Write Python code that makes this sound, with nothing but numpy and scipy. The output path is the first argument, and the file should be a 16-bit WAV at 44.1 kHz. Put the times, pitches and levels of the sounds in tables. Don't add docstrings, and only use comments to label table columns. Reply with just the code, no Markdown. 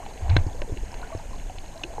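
import sys
import numpy as np
from scipy import signal
from scipy.fft import rfft, irfft
from scipy.io import wavfile
from scipy.ndimage import uniform_filter1d

SR = 44100
rng = np.random.default_rng(int(sys.argv[2]) if len(sys.argv) > 2 else 0)


def unload_wav(signal):
    wavfile.write(
        sys.argv[1],
        SR,
        np.round(np.clip(np.atleast_2d(signal).T, -1, 1) * 32767).astype(np.int16),
    )


N = 88200
TIME = np.arange(N) / SR


def from_db(db):
    return 10 ** (np.asarray(db) / 20)


def unit_rms(x):
    return x / np.sqrt(np.mean(x ** 2) + 1e-20)


def curves(rows):
    times_s, *columns = np.transpose(rows)
    return [np.interp(TIME, times_s, column) for column in columns]


def noise(spectrum):
    hz, db = np.transpose(spectrum)
    bins_hz = np.arange(1, N + 2) * SR / (2 * N)
    colour = from_db(np.interp(np.log(bins_hz), np.log(hz), db))
    gain = colour / (1 + (hz[0] / bins_hz) ** 4) / (1 + (bins_hz / hz[-1]) ** 4)
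    return unit_rms(irfft(rfft(rng.standard_normal(2 * N)) * gain)[:N])


def drift(hz):
    return noise([(hz / 10, 0), (hz, 0)])


def resonator(drive, hz, t60_s):
    radius, angle = from_db(-60 / (t60_s * SR)), 2 * np.pi * hz / SR
    return signal.lfilter([0, np.sin(angle)], [1, -2 * radius * np.cos(angle), radius ** 2], drive + 1e-18)


def add(out, start_s, sound):
    start = int(np.clip(start_s * SR, 0, N - 1))
    out[start:start + len(sound)] += sound[:N - start]


def impulses(per_s, spread_db):
    sizes = from_db(spread_db * np.minimum(rng.exponential(1, N), 2.5))
    return (rng.random(N) < per_s / SR) * sizes * rng.choice([-1, 1], N)


def swarm(low_hz, high_hz, per_s, t60_cycles=27):
    pitches = np.geomspace(low_hz, high_hz, num=20)
    out = 0
    for hz in pitches:
        onsets = impulses(per_s / len(pitches), spread_db=6.5)
        out += np.sqrt(hz) * resonator(onsets, hz, t60_cycles / hz)
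    return unit_rms(out)


# frequency_hz, relative_density_db
HISS_SPECTRUM = [(1500, -6), (3300, -12), (3800, -20), (4100, -2.5), (4500, -9.5), (5900, -4.5),
                 (6500, 3.5), (7200, -0.5), (9000, -4), (10300, -12.5), (11800, -9), (13500, -13),
                 (15000, -41)]
def hiss():
    whistle = unit_rms(resonator(rng.standard_normal(N), hz=6545, t60_s=.012))
    return from_db(-56) * noise(HISS_SPECTRUM) + from_db(-62) * whistle


# time_s, relative_level_db
FIZZ_ENVELOPE = [(0.0, -53.5), (0.24, -55.5), (0.47, -70.5), (0.71, -56), (1.0, -51), (1.32, -54.5),
                 (2.0, -59)]
# frequency_hz, relative_density_db
FIZZ_SPECTRUM = [(1200, 9.5), (2400, 8), (3000, 11), (4200, -21)]
def fizz():
    level_db, = curves(FIZZ_ENVELOPE)
    ringing = swarm(low_hz=1404, high_hz=2760, per_s=500)
    return from_db(level_db) * (from_db(-7) * ringing + from_db(-4) * noise(FIZZ_SPECTRUM))


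# time_s, relative_level_db
CHURN_ENVELOPE = [(0.0, -46.5), (0.23, -44.5), (0.41, -42.5), (0.77, -49), (1.06, -44), (1.3, -49.5),
                  (1.55, -49), (2.0, -44.5)]
# frequency_hz, relative_density_db
WASH_SPECTRUM = [(130, -3), (250, -11), (400, -6.5), (700, 0.5), (950, -2), (1250, -17.5), (1600, -5)]
def gurgle():
    level_db, = curves(CHURN_ENVELOPE)
    ringing = swarm(low_hz=391, high_hz=1099, per_s=170)
    return from_db(level_db) * (from_db(-3.5) * ringing + from_db(-2) * noise(WASH_SPECTRUM))


# start_s, level_db, pitch_hz, t60_s
LARGE_BUBBLES = [(.002, -28.5, 708, 0.035), (.063, -25.5, 788, 0.032), (.547, -31, 483, 0.051),
                 (.834, -31, 423, 0.031), (.6185, -21, 585, 0.037), (.678, -33, 458, 0.081),
                 (.695, -29.5, 410, 0.081), (.74, -32.5, 260, 0.031), (.768, -32, 366, 0.047),
                 (.928, -38, 932, 0.096), (.996, -35, 852, 0.07), (1.031, -33, 1443, 0.074),
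                 (1.118, -31, 647, 0.22), (1.126, -34.5, 1120, 0.079), (1.15, -18.5, 446, 0.012),
                 (1.332, -36, 1020, 0.065), (1.498, -29, 742, 0.051), (1.756, -36, 649, 0.17),
                 (1.815, -34.5, 750, 0.048), (1.846, -34.5, 352, 0.14), (1.902, -36.5, 661, 0.11),
                 (1.9808, -20, 833, 0.03), (1.9812, -30.5, 447, 0.065)]
def bubbles(relative_rise_per_s=.74, attack_s=.00056):
    out, t = np.zeros(N), TIME[:N // 10]
    for start_s, db, hz, t60_s in LARGE_BUBBLES:
        envelope = from_db(db - 60 * t / t60_s) * (1 - np.exp(-t / attack_s))
        cycles = hz * t * (1 + relative_rise_per_s * t / 2)
        add(out, start_s, envelope * np.sin(2 * np.pi * cycles))
    return out


# pitch_hz, relative_level_db, t60_s
CASE_MODES = [(330, 7.5, 0.031), (711, 13, 0.011), (750, -1, 0.024), (1025, 0, 0.016), (1566, -1, 0.027),
              (1740, 1.5, 0.012), (1890, 1.5, 0.012), (2210, 2.5, 0.013), (2653, 4, 0.012),
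              (2932, 3, 0.012), (3434, -7, 0.018), (3740, -4, 0.0095), (4063, -1, 0.016),
              (4602, -5.5, 0.014), (5320, -5, 0.013), (6387, -6.5, 0.02)]
def crackle(centre_hz=4120, width_octaves=.38):
    pips = 0
    for hz, db, t60_s in CASE_MODES:
        if hz > 2000:
            weight = from_db(db / 2) / np.hypot(1, np.log2(hz / centre_hz) / width_octaves)
            pips += weight * resonator(impulses(per_s=66, spread_db=5.5), hz, t60_s)
    return from_db(-60.5) * unit_rms(pips)


def click(brightest_hz, width_octaves, contact_s):
    t = TIME[:N // 20]
    ringing = 0
    for hz, db, t60_s in CASE_MODES:
        weight = np.exp(-.5 * (np.log2(hz / brightest_hz) / width_octaves) ** 2) + from_db(-19)
        decay = from_db(db - 60 * t / t60_s)
        ringing += weight * decay * np.sin(2 * np.pi * (hz * t + rng.random()))
    ringing *= 1 - np.exp(-(t / contact_s) ** 2)
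    grit = .065 * rng.standard_normal(len(t)) * np.exp(-t / .0024)
    return ringing / np.abs(ringing).max() + grit


# start_s, relative_level_db, brightest_hz, width_octaves, contact_s
HARD_CONTACTS = [(0.0615, -37.5, 2970, 0.37, 0.0013), (0.176, -38, 2530, 0.41, 0.0008),
                 (0.2937, -31, 2500, 1.4, 0.0029), (0.2994, -27.5, 3800, 0.39, 0.00053),
                 (.3652, -10.5, 1700, 0.76, .0012), (.3660, -13.5, 3780, 0.2, 0.0015),
                 (.468, -35, 5500, 0.23, 0.00053), (.618, -19, 1470, 1.8, .0007),
                 (.7718, -31.5, 2570, 0.34, 0.0016), (0.917, -35.5, 5400, 0.1, .001),
                 (0.9411, -29, 3200, 2.2, 0.0012), (1.015, -38.5, 4080, 0.13, .001),
                 (1.174, -36, 5640, .15, 0.0012), (1.398, -38, 2490, 0.28, 0.00089),
                 (1.496, -39.5, 2900, .2, 0.0012), (1.584, -32, 3470, 0.37, 0.00072),
                 (1.66, -42.5, 3120, 0.53, 0.00089), (1.776, -38.5, 4560, 0.26, .001),
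                 (1.8348, -22, 3250, 0.27, 0.00085), (1.8355, -27.5, 6200, 0.19, 0.001),
                 (1.8372, -19.5, 2730, 0.077, 0.0015)]
def clicks(gain_db=.5):
    out = np.zeros(N)
    for start_s, db, *contact in HARD_CONTACTS:
        add(out, start_s, from_db(db + gain_db) * click(*contact))
    return out


def through_wall(sound, cutoff_hz=7700, leak_db=-25):
    wall = signal.butter(4, cutoff_hz, fs=SR, output="sos")
    return signal.sosfilt(wall, sound) + from_db(leak_db) * sound


# start_s, drive_db
SOFT_BUMPS = [(.3655, -9.5), (.466, -21), (0.7214, -23), (1.151, -27.5)]
# pitch_hz, gain_db, t60_s
LOW_MODES = [(94, 5.5, .075), (221, -19, .025), (300, -4, 0.035), (450, -40, 0.015)]
def thumps():
    blows = np.zeros(N)
    for start_s, db in SOFT_BUMPS:
        add(blows, start_s, -from_db([db]))
    return sum(from_db(db) * resonator(blows, hz, t60_s) for hz, db, t60_s in LOW_MODES)


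# time_s, pitch_hz, level_db
SHUDDER_PATH = [(.2, 74.3, -96), (.216, 76, -35), (.235, 78.4, -29), (.255, 62.7, -24.5),
                (.28, 66.2, -27.5), (.3, 76.4, -16), (.318, 82.8, -22.5), (.335, 108.4, -19),
                (.36, 87, -16), (.395, 81.3, -28), (.415, 77.64, -24), (.44, 78.5, -92)]
# frequency_hz, relative_density_db
RUB_SPECTRUM = [(250, -5), (900, 5.5), (1300, -9), (2400, -2), (3300, -15), (4300, -10.5), (5000, -27)]
def shudder(pitch_jitter=.03, roughness_db=4):
    hz, db = curves(SHUDDER_PATH)
    cycles = np.cumsum(hz * (1 + pitch_jitter * drift(hz=30))) / SR
    envelope = from_db(db + roughness_db * drift(hz=29))
    vibration = np.sqrt(2) * np.sin(2 * np.pi * cycles)
    return envelope * (vibration + from_db(-23) * noise(RUB_SPECTRUM))


# time_s, relative_level_db
FLOW_ENVELOPE = [(0.0, -51), (0.06, -35.5), (0.17, -45.5), (0.26, -27), (0.31, -32), (0.37, -20),
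                 (0.52, -33.5), (0.61, -29.5), (0.89, -33.5), (0.91, -45), (0.95, -33), (1.15, -42.5),
                 (1.36, -31.5), (1.88, -43), (2.0, -34)]
# frequency_hz, relative_density_db
SWAY_SPECTRUM = [(16, 9), (23, -0.5), (32, 0), (45, -5), (60, -17)]
# frequency_hz, relative_density_db
RUMBLE_SPECTRUM = [(45, 6.5), (62, 2), (90, -3), (125, -9), (170, -12.5), (300, -10.5)]
def water_rumble(steady_s=.153, swing_share=.43):
    flow_db, = curves(FLOW_ENVELOPE)
    eddies = noise(SWAY_SPECTRUM)
    short_term_power = uniform_filter1d(eddies ** 2, int(steady_s * SR))
    sway = from_db(flow_db + 1) * eddies / np.sqrt(short_term_power + 1e-3)
    rumble_db = -42.5 + swing_share * (flow_db - flow_db.mean())
    return sway + from_db(rumble_db) * noise(RUMBLE_SPECTRUM)


def scene():
    rumble = water_rumble()
    handling = shudder() + thumps() + through_wall(clicks() + crackle())
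    return (rumble + handling + bubbles() + gurgle() + fizz() + hiss())[None]


def record(dry):
    cutoff_hz = 14750
    return signal.sosfilt(signal.ellip(10, .2, 80, cutoff_hz, fs=SR, output="sos"), dry)


dry = scene()
out = record(dry)
unload_wav(out)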